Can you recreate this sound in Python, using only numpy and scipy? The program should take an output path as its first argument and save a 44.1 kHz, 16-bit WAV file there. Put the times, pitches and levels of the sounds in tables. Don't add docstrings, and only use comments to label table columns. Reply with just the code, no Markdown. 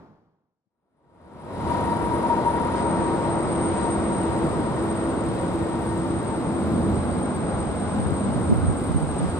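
import sys
import numpy as np
from scipy import signal
from scipy.fft import rfft, irfft, next_fast_len
from scipy.io import wavfile
from scipy.ndimage import uniform_filter1d

SR = 44100
rng = np.random.default_rng(int(sys.argv[2]) if len(sys.argv) > 2 else 0)


def store_pcm(level_fs):
    pcm = np.round(np.clip(level_fs, -1, 1) * 32767).astype(np.int16)
    wavfile.write(sys.argv[1], SR, np.atleast_2d(pcm).T)


def magnitude_from_level(level_db):
    exponent = np.asarray(level_db, float) / 20
    return 10 ** exponent


N = 414099
SIZE = next_fast_len(N)
TIME, HZ = np.arange(N) / SR, np.maximum(np.fft.rfftfreq(SIZE, 1 / SR), 1)
FRAME, FRAME_START = 1024, 369


def curves(table):
    s, *columns = np.transpose(table)
    return [np.interp(TIME, s, c) for c in columns]


def swells(rows):
    return sum(db * np.exp(-((TIME - s) / half_s) ** 2) for s, half_s, db in rows)


def over_hz(hz, values):
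    return np.interp(np.log(HZ), np.log(hz), values)


def unit(x):
    return x / np.sqrt(np.mean(np.abs(np.mean(np.atleast_2d(x), axis=0)) ** 2))


def walk(rate):
    k = int(SR / rate)
    held = np.repeat(rng.standard_normal(N // k + 1), k)
    return 0.529 * uniform_filter1d(uniform_filter1d(held, k), k)[:N]


def wave(spectra):
    return irfft(spectra, SIZE)[..., :N]


def between(x, lo_hz, hi_hz):
    return wave(rfft(x, SIZE) * ((HZ > lo_hz) & (HZ < hi_hz)))


# frequency in Hz, likeness from 0 to 1, left minus right in dB, left lead in rad.
PORTS = [(30, 0.7, -5, .5), (120, 1, -3.5, 0.36), (290, 0.81, 0, 0.35), (694, 0.73, 2.5, 0.5),
         (1390, 0.53, 3, 0.96), (2310, 0.2, 0, 0.9), (3500, 0.25, -3.5, 4.04), (4800, 0.6, -1.5, 4.4),
         (6000, 0.8, -11.5, 4.9), (7300, 0.8, 8, 4.7)]


def field(colour, lead=0.99):
    hz, *ports = np.transpose(PORTS)
    like, pan_db, phase = (over_hz(hz, c) for c in ports)
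    like, phase = np.clip(like, 0, 1), lead * phase
    one, other = rfft(rng.standard_normal((2, SIZE)))
    left = magnitude_from_level(pan_db / 2) * one * np.exp(1j * phase)
    right = magnitude_from_level(-pan_db / 2) * (like * one + np.sqrt(1 - like ** 2) * other)
    mid = np.sqrt(magnitude_from_level(pan_db) + magnitude_from_level(-pan_db) + 2 * like * np.cos(phase))
    return np.array([left, right]) * magnitude_from_level(over_hz(*np.transpose(colour))) / mid


def tone(hz, blur_hz, steady, pan_db=0, like=1, lead=0, order=2):
    air = rng.standard_normal((3, N, 2)) @ [1, 1j]
    for _ in range(order):
        air = signal.lfilter([1], [1, -np.exp(-np.pi * blur_hz / SR)], air)
    like = np.clip(like, 0, 1)
    shimmer = steady + (like * air[0] + np.sqrt(1 - like ** 2) * air[1:]) / np.std(air)
    cycles = np.cumsum(hz * np.ones(N)) / SR
    carrier = np.exp(2j * np.pi * cycles + 1j * np.array([[lead], [0]]))
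    return unit((shimmer * carrier).real * magnitude_from_level(np.array([[pan_db], [-pan_db]]) / 2))


# frequency in Hz, density in dB per Hz.
APRON_COLOUR = [(30, -25), (150, -4), (330, -8.5), (560, -15), (900, -15), (1400, -23.5), (1700, -31),
                (2700, -43.5), (5000, -48.5), (9000, -61), (15500, -66)]


def apron():
    return unit(wave(field(APRON_COLOUR, lead=-0.94))) * magnitude_from_level(-51.5)


def eddies(rows, cycles, against):
    out, t = np.zeros((2, N)), np.arange(-2048, 2048) / SR
    for (s, db, hz, pan_db), chance in zip(rows, rng.random((len(rows), 3))):
        eddy = 0
        for ratio, size, c in zip((.6, 1, 1.6), (.6, 1, .4), chance):
            eddy = eddy + size * np.cos(2 * np.pi * (hz * ratio * t + (c - .5) / 4))
        eddy = eddy * np.exp(-(t * hz / cycles) ** 2) * magnitude_from_level(db - 3.5)
        at = int(s * SR) - 2048
        out[:, at:at + 4096] += eddy * np.array([[magnitude_from_level(pan_db / 2)], [against * magnitude_from_level(-pan_db / 2)]])
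    return out


# time in s, level in dB, pitch in Hz, left minus right in dB.
THUD = (.674, -74, 200, 13)


def thud():
    return eddies([THUD], 2.1, 0.92)


# time in s, level in dB, pitch in Hz, left minus right in dB.
PUFFS = [(7.999, -21, 139, 2), (8.033, -22, 170, -4), (8.066, -21.5, 145, 13), (8.123, -24, 160.0, 20),
         (8.265, -23, 179, -7), (8.31, -27.5, 109.8, -3), (8.384, -21, 141, -9), (8.504, -13, 190, -8),
         (8.526, -6.5, 227, -5), (8.561, -19, 170.7, 0), (8.585, -17, 120, -12.5), (8.639, -15, 177, -10),
         (8.688, -14, 131, -10), (8.714, -17, 155, -4), (8.911, -21.5, 159, -17), (8.962, -12, 144, -7.5),
         (9.034, -18, 153.2, -11), (9.085, -26, 120, -5), (9.22, -21, 150, -7), (9.243, -15, 176, -9),
         (9.29, -25, 110, -5)]


def wind_puffs():
    return eddies(PUFFS, 2.54, -0.75)


# time in s, share of patches heard from 0 to 1.
PATCHES = [(1.2, .95), (1.6, .92), (1.7, .68), (2.0, .72), (2.1, .95), (2.27, .8), (2.3, .08), (2.55, .15),
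           (2.8, .32), (3.0, .15), (3.15, .45), (3.42, .45), (3.5, .12), (4.02, .14), (4.12, .6),
           (4.24, .75), (4.28, .15), (4.4, .6), (5.3, .72), (6.9, .6), (7.7, .34), (8.5, .45), (9.39, .58)]
# frequency in Hz, level of one grain in dB, factor on the share heard.
AIR = [(9500, -60, .35), (10300, -59, .7), (11300, -56, .45), (11800, -56, .8), (12700, -57.5, .9),
       (13300, -60, 1.05), (14100, -59.5, 1.25), (14500, -62, 1), (15130, -62, .8), (15180, -63, .15),
       (15600, -63, .12)]
# frequency in Hz, level of one grain in dB, share heard from 0 to 1.
SKIRT = [
    (9750, -48.5, .88),
    (10200, -50, .74),
    (10500, -51.5, .5),
    (11050, -54, .33),
]


def top_air():
    patch_lines, grain_share = 16, .24
    skirt_turn_s, air_alike_s, side_share = 2.55, 2.3, .07
    line, n = np.arange(448, 730), np.arange(2 * FRAME)
    hz, count = (line + .5) * SR / (2 * FRAME), N // FRAME + 1
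    grain = np.cos(np.pi / FRAME * np.outer(line + .5, n + .5 + FRAME / 2))
    grain = grain * signal.windows.kaiser_bessel_derived(2 * FRAME, 4 * np.pi)
    s = (FRAME_START + FRAME * (np.arange(count)[:, None] + 1)) / SR
    air_hz, air_db, factor = np.transpose(AIR)
    skirt_hz, skirt_db, skirt_kept = np.transpose(SKIRT)
    alike = s > skirt_turn_s
    skirt = (hz < skirt_hz[-1]) & np.array([alike, ~alike])
    db = np.where(skirt, np.interp(hz, skirt_hz, skirt_db), np.interp(hz, air_hz, air_db))
    db = db + 1.5 * rng.standard_normal((count, 1))
    kept = np.interp(s, *np.transpose(PATCHES)) * np.interp(hz, air_hz, factor)
    kept = np.array([kept, kept * np.where(s < air_alike_s, 1, side_share)])
    kept = np.where(skirt, np.interp(hz, skirt_hz, skirt_kept) * (hz > skirt_hz[0]), kept)
    chance = .65 * rng.standard_normal((count, 1))
    chance = chance + .76 * rng.standard_normal((2, count, 64))[..., line // patch_lines]
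    heard = 1 / (1 + np.exp(1.7 * chance)) < kept
    draw = rng.random(kept.shape)
    size = heard * np.where(draw < grain_share, np.sign(draw - grain_share / 2), 0)
    frames = (size * magnitude_from_level(db)) @ grain * np.sqrt(2 / FRAME)
    out = np.zeros((2, count + 1, FRAME))
    out[:, :-1] += frames[..., :FRAME]
    out[:, 1:] += frames[..., FRAME:]
    mid, side = np.pad(out.reshape(2, -1), ((0, 0), (FRAME_START, 0)))[:, :N]
    return np.array([mid + side, mid - side])


# start in s, length in s, pitch in Hz, glide in Hz per s, level in dB.
SQUEAK = [
    (8.75, .11, 9370, 800, -61),
    (8.84, .12, 9450, -700, -61),
    (9.05, .09, 9420, -100, -63),
    (9.25, .17, 9420, -1300, -59),
]


def squeak():
    hz, size = np.full(N, 1. * SQUEAK[0][2]), 0
    for s, length_s, start_hz, glide, db in SQUEAK:
        since = TIME - s
        hz = np.where(since > 0, start_hz + glide * np.minimum(since, length_s), hz)
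        edge = np.clip(np.minimum(since, length_s - since) / .025, 0, 1)
        size = size + magnitude_from_level(db + 2.0) * edge
    return size * tone(hz, blur_hz=45, steady=.7)[0]


# time in s, level in dB.
WHINE = [(1.1, -48.5), (2.0, -45), (2.7, -45.5), (2.95, -43.5), (3.25, -46.5), (3.55, -43), (3.85, -39.5),
         (4.4, -47), (5.5, -50), (6.5, -47), (6.8, -50), (7.0, -46.5), (8.0, -44), (8.7, -45),
         (9.39, -45.5)]


def whine():
    db, = curves(WHINE)
    core = tone(8676 + 11 * walk(4), blur_hz=46, steady=0.27, order=1)[0]
    skirt = magnitude_from_level(-4.0) * tone(8500, blur_hz=595, steady=0, order=1)[0]
    skirt = skirt + magnitude_from_level(-8.5) * tone(8640, blur_hz=230, steady=0, order=1)[0]
    return unit(core + skirt) * magnitude_from_level(db + 3.6 * walk(45))


# time in s, half length in s, lift in dB.
HISS_SWELLS = [
    (1.75, 0.091, 2),
    (2.79, 0.045, 4),
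    (3.8, .12, 2),
    (4.3, .25, 1),
    (8.3, .1, 1),
    (9.25, 0.13, 2.5),
]
# low edge in Hz, high edge in Hz,
# hiss in dB, left minus right in dB, time in s at which the signs turn alike.
SHARED = [
    (7500, 8250, -58.5, .5, 3.0),
    (8250, 9000, -60, 1.8, 2.755),
    (9000, 9750, -61, 0, 2.61),
    (9750, 10500, -70, 0, 2.55),
]
SHARED_TRIM = [-3, -11, -5, -19]
STEP_DB = (1.5, .8, 2.5, 2)
# time in s, band number from 0.
BLINKS = [(2.375, 2), (2.375, 3), (3.19, 2), (3.36, 2), (3.7, 2), (3.85, 2), (4.09, 2), (4.93, 2),
          (7.08, 2), (7.16, 2), (7.58, 2), (8.06, 2), (8.088, 2), (3.15, 0), (3.33, 0), (3.62, 0),
          (4.73, 0), (4.93, 0), (7.23, 0), (7.08, 3), (8.06, 3)]


def shared_treble():
    tones, line = whine() + squeak(), magnitude_from_level(-78) * np.sin(2 * np.pi * 10001 * TIME)
    frame = (np.arange(N) + FRAME - FRAME_START) // FRAME
    out = 0
    for k, (lo_hz, hi_hz, db, pan_db, turn_s) in enumerate(SHARED):
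        alike = TIME > turn_s
        for s, band in BLINKS:
            alike = alike ^ ((band == k) & (abs(TIME - s) < .013))
        sign = uniform_filter1d(2. * alike - 1, size=256)
        both = between(tones * magnitude_from_level((-24, -.1, -7, -45)[k]) + line, lo_hz, hi_hz)
        hiss_db = db + SHARED_TRIM[k] + 2.8 * walk(30) + (k != 1) * swells(HISS_SWELLS[2:])
        both = both + magnitude_from_level(hiss_db) * unit(between(rng.standard_normal(N), lo_hz, hi_hz))
        step_db = STEP_DB[k] * rng.standard_normal(N // FRAME + 2)[frame]
        both = between(both * magnitude_from_level(uniform_filter1d(step_db, size=300)), lo_hz, hi_hz)
        if k == 3:
            kept = rng.random(N // FRAME + 2)[((TIME + .008) * SR / FRAME).astype(int)] > .3
            both = between(both * uniform_filter1d(1. * kept, size=300), lo_hz, hi_hz)
        apart_db = db - np.where(alike, (26, 26, 34, 60)[k], (10, 8, 45, 45)[k])
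        apart = magnitude_from_level(apart_db) * unit(between(rng.standard_normal(N), lo_hz, hi_hz))
        left = both * magnitude_from_level(pan_db / 2) + apart
        right = sign * both * magnitude_from_level(-pan_db / 2) - sign * apart
        out = out + np.array([left, right])
    return out


# time in s, half length in s, pitch in Hz, level in dB.
BOOMS = [(6.72, .08, 216, -30), (6.85, .09, 185, -31), (6.951, .2, 79.7, -33.5), (7.221, .1, 244.8, -31.5),
         (7.36, .06, 204.6, -35), (7.6, .12, 70, -36), (8.03, .1, 200, -33), (8.3, .14, 208.4, -30),
         (8.5, .1, 75, -35), (8.68, .07, 89.9, -32), (8.848, 0.132, 84.2, -31.5), (8.8, .15, 256, -34),
         (3.952, .15, 200, -34.5), (5.4, .12, 541, -37.5), (9.1, .08, 75, -34.5)]


def booms():
    bells = np.array([magnitude_from_level(db) * np.exp(-((TIME - s) / half_s) ** 2) for s, half_s, hz, db in BOOMS])
    out = 0
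    for part in (slice(0, None, 2), slice(1, None, 2)):
        hz = np.array(BOOMS)[part, 2][np.argmax(bells[part] + 1e-30, axis=0)]
        lump = tone(hz, blur_hz=45, steady=0.44, pan_db=-1.5, like=0.87, lead=.4)
        out = out + bells[part].sum(axis=0) * lump
    return out


# time in s, turn from 0 to 1.
TURN = [
    (1.7, 0.34),
    (2.6, 0.05),
    (3.6, 0.13),
    (4.8, 0.42),
    (6.0, 0.86),
    (7.5, 0.66),
    (9.39, 1),
]


def turned_away():
    return curves(TURN)[0]


# time in s, pitch in Hz, level in dB.
FAN = [(.8, 943, -37), (1.6, 947, -36), (1.72, 945, -31.5), (2.1, 946, -31), (2.4, 946, -28),
       (3.0, 941.5, -31.5), (3.25, 935, -36), (3.6, 939, -40.5), (4.2, 936, -39), (5.4, 937, -44),
       (5.9, 933, -42), (6.1, 910, -42.5), (6.4, 910, -49), (6.75, 857, -48.5), (7.4, 819, -45),
       (8.1, 821, -48), (9.39, 823, -56)]
# time in s, pitch in Hz, level in dB.
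HUM = [(1.5, 335, -49), (1.9, 333, -37), (2.4, 332.2, -33), (2.6, 332, -36), (3.1, 332, -32.5),
       (3.6, 332.5, -30), (4.4, 331, -32), (5.4, 329.9, -31), (6.2, 331, -33), (6.9, 332, -34),
       (7.2, 332, -39.5), (7.6, 331.1, -44), (9.39, 331, -50)]
# pitch in Hz, level in dB, blur in Hz, left minus right in dB, left lead in rad.
FAINT = [
    (3946, -71, 40, -1.5, 4.4),
    (4736, -75, 34, -5, 4.2),
    (5737, -84, 40, -8, 4.8),
]
# time in s, half length in s, lift in dB.
GLINTS = [(1.72, 0.062, 4), (1.91, 0.035, 6), (2.33, 0.056, 2.5), (2.47, .04, 2), (3.33, 0.049, 2.5),
          (3.85, 0.075, 9), (4.3, 0.069, 1), (4.53, .04, 1), (5.93, .08, 4), (6.35, .05, 8), (8.1, .07, 1),
          (8.9, .06, 4)]


def engines():
    hz, db = curves(FAN)
    clear_db = swells(GLINTS)
    out = magnitude_from_level(db + clear_db) * tone(hz, blur_hz=72, steady=.9, pan_db=6.5, like=.97, lead=.8)
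    octave_db = -55 + 0.3 * (db + clear_db + 35)
    out += magnitude_from_level(octave_db) * tone(1.98 * hz, blur_hz=95, steady=.35, pan_db=6, like=.95, lead=1.2)
    hz, db = curves(HUM)
    out += magnitude_from_level(db) * tone(hz, blur_hz=28, steady=1.25, pan_db=.3, like=.97, lead=.08)
    turn = turned_away()
    for hz, db, blur, pan_db, lead in FAINT:
        line_db = db + 3.0 - 3.0 * turn + 1.4 * (1 - turn) * clear_db + 3.0 * walk(5.4)
        out += magnitude_from_level(line_db) * tone(hz, blur, 0.35, pan_db, 0.9, lead)
    return out


# frequency in Hz, density in dB per Hz.
ROAR = [(10, -67), (30, -34), (74, -7), (208, -2.5), (300, -5), (400, -7.5), (500, -7.5), (714, -11),
        (1050, -14), (1420, -20), (1730, -30.5), (1900, -31), (2150, -35), (2920, -42), (3850, -43),
        (4500, -48.5), (5150, -47.5), (6060, -54.5), (7400, -49.5)]
SPLIT_HZ = (50, 260, 700, 2400)
# level facing in dB, change when turned away in dB, share of a gust from 0 to 1.
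RANGES = [
    (-44.5, -4, 0.2),
    (-35.7, 4.5, 0.75),
    (-31.3, -4.5, 0.24),
    (-36, -5.5, 0.01),
    (-51.5, -2, 0.04),
]
# centre in Hz, blur in Hz, level facing in dB,
# change when turned away in dB, share of a gust.
HUMPS = [
    (88.05, 35, -43, 0, .3),
    (205.9, 87, -41, 1, 1.14),
    (1552, 230, -64, 3.5, 0.1),
    (2100, 400, -54, -7.5, 0.1),
    (3737, 330, -67, -3.5, .1),
]
# time in s, half length in s, lift in dB.
GUSTS = [
    (2.947, 0.11, 2.5),
    (3.4, 0.67, 2.5),
    (4.35, 0.27, 3.5),
    (6.86, 0.26, 6),
    (7.951, 0.15, 2.5),
    (8.35, 0.19, 4),
    (8.806, 0.18, 0),
]


def roar():
    spectra = field(ROAR) * (HZ < 7500)
    above = [1] + [1 / (1 + (hz / HZ) ** 4) for hz in SPLIT_HZ] + [0]
    turn, gust_db = turned_away(), swells(GUSTS)
    out = 0
    for k, (db, away_db, share) in enumerate(RANGES):
        band = unit(wave(spectra * (above[k] - above[k + 1])))
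        band_db = db + away_db * turn + share * gust_db + 0.86 * walk(9.8)
        out = out + band * magnitude_from_level(band_db + (k == 4) * swells(HISS_SWELLS))
    for hz, blur, db, away_db, share in HUMPS:
        out = out + magnitude_from_level(db + away_db * turn + share * gust_db) * tone(hz, blur, 0, 0, 0.72, 0.58)
    return out


# time in s, gain in dB.
FADE_OUT = [
    (0, 4),
    (.62, -36),
    (.7, -38),
    (.71, -93.5),
]
# time in s, gain in dB.
FADE_IN = [
    (.69, -110),
    (.705, -59.5),
    (1.2, -26),
    (1.62, -3),
    (1.7, 0.5),
]


def scene():
    approach = wind_puffs() + top_air() + shared_treble() + booms() + engines() + roar()
    return apron() * magnitude_from_level(curves(FADE_OUT)[0]) + thud() + approach * magnitude_from_level(curves(FADE_IN)[0])


def band_limit(x):
    return signal.sosfilt(signal.butter(12, 15730, fs=SR, output="sos"), x)


def record(dry):
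    return band_limit(dry)


dry = scene()
out = record(dry)
store_pcm(out)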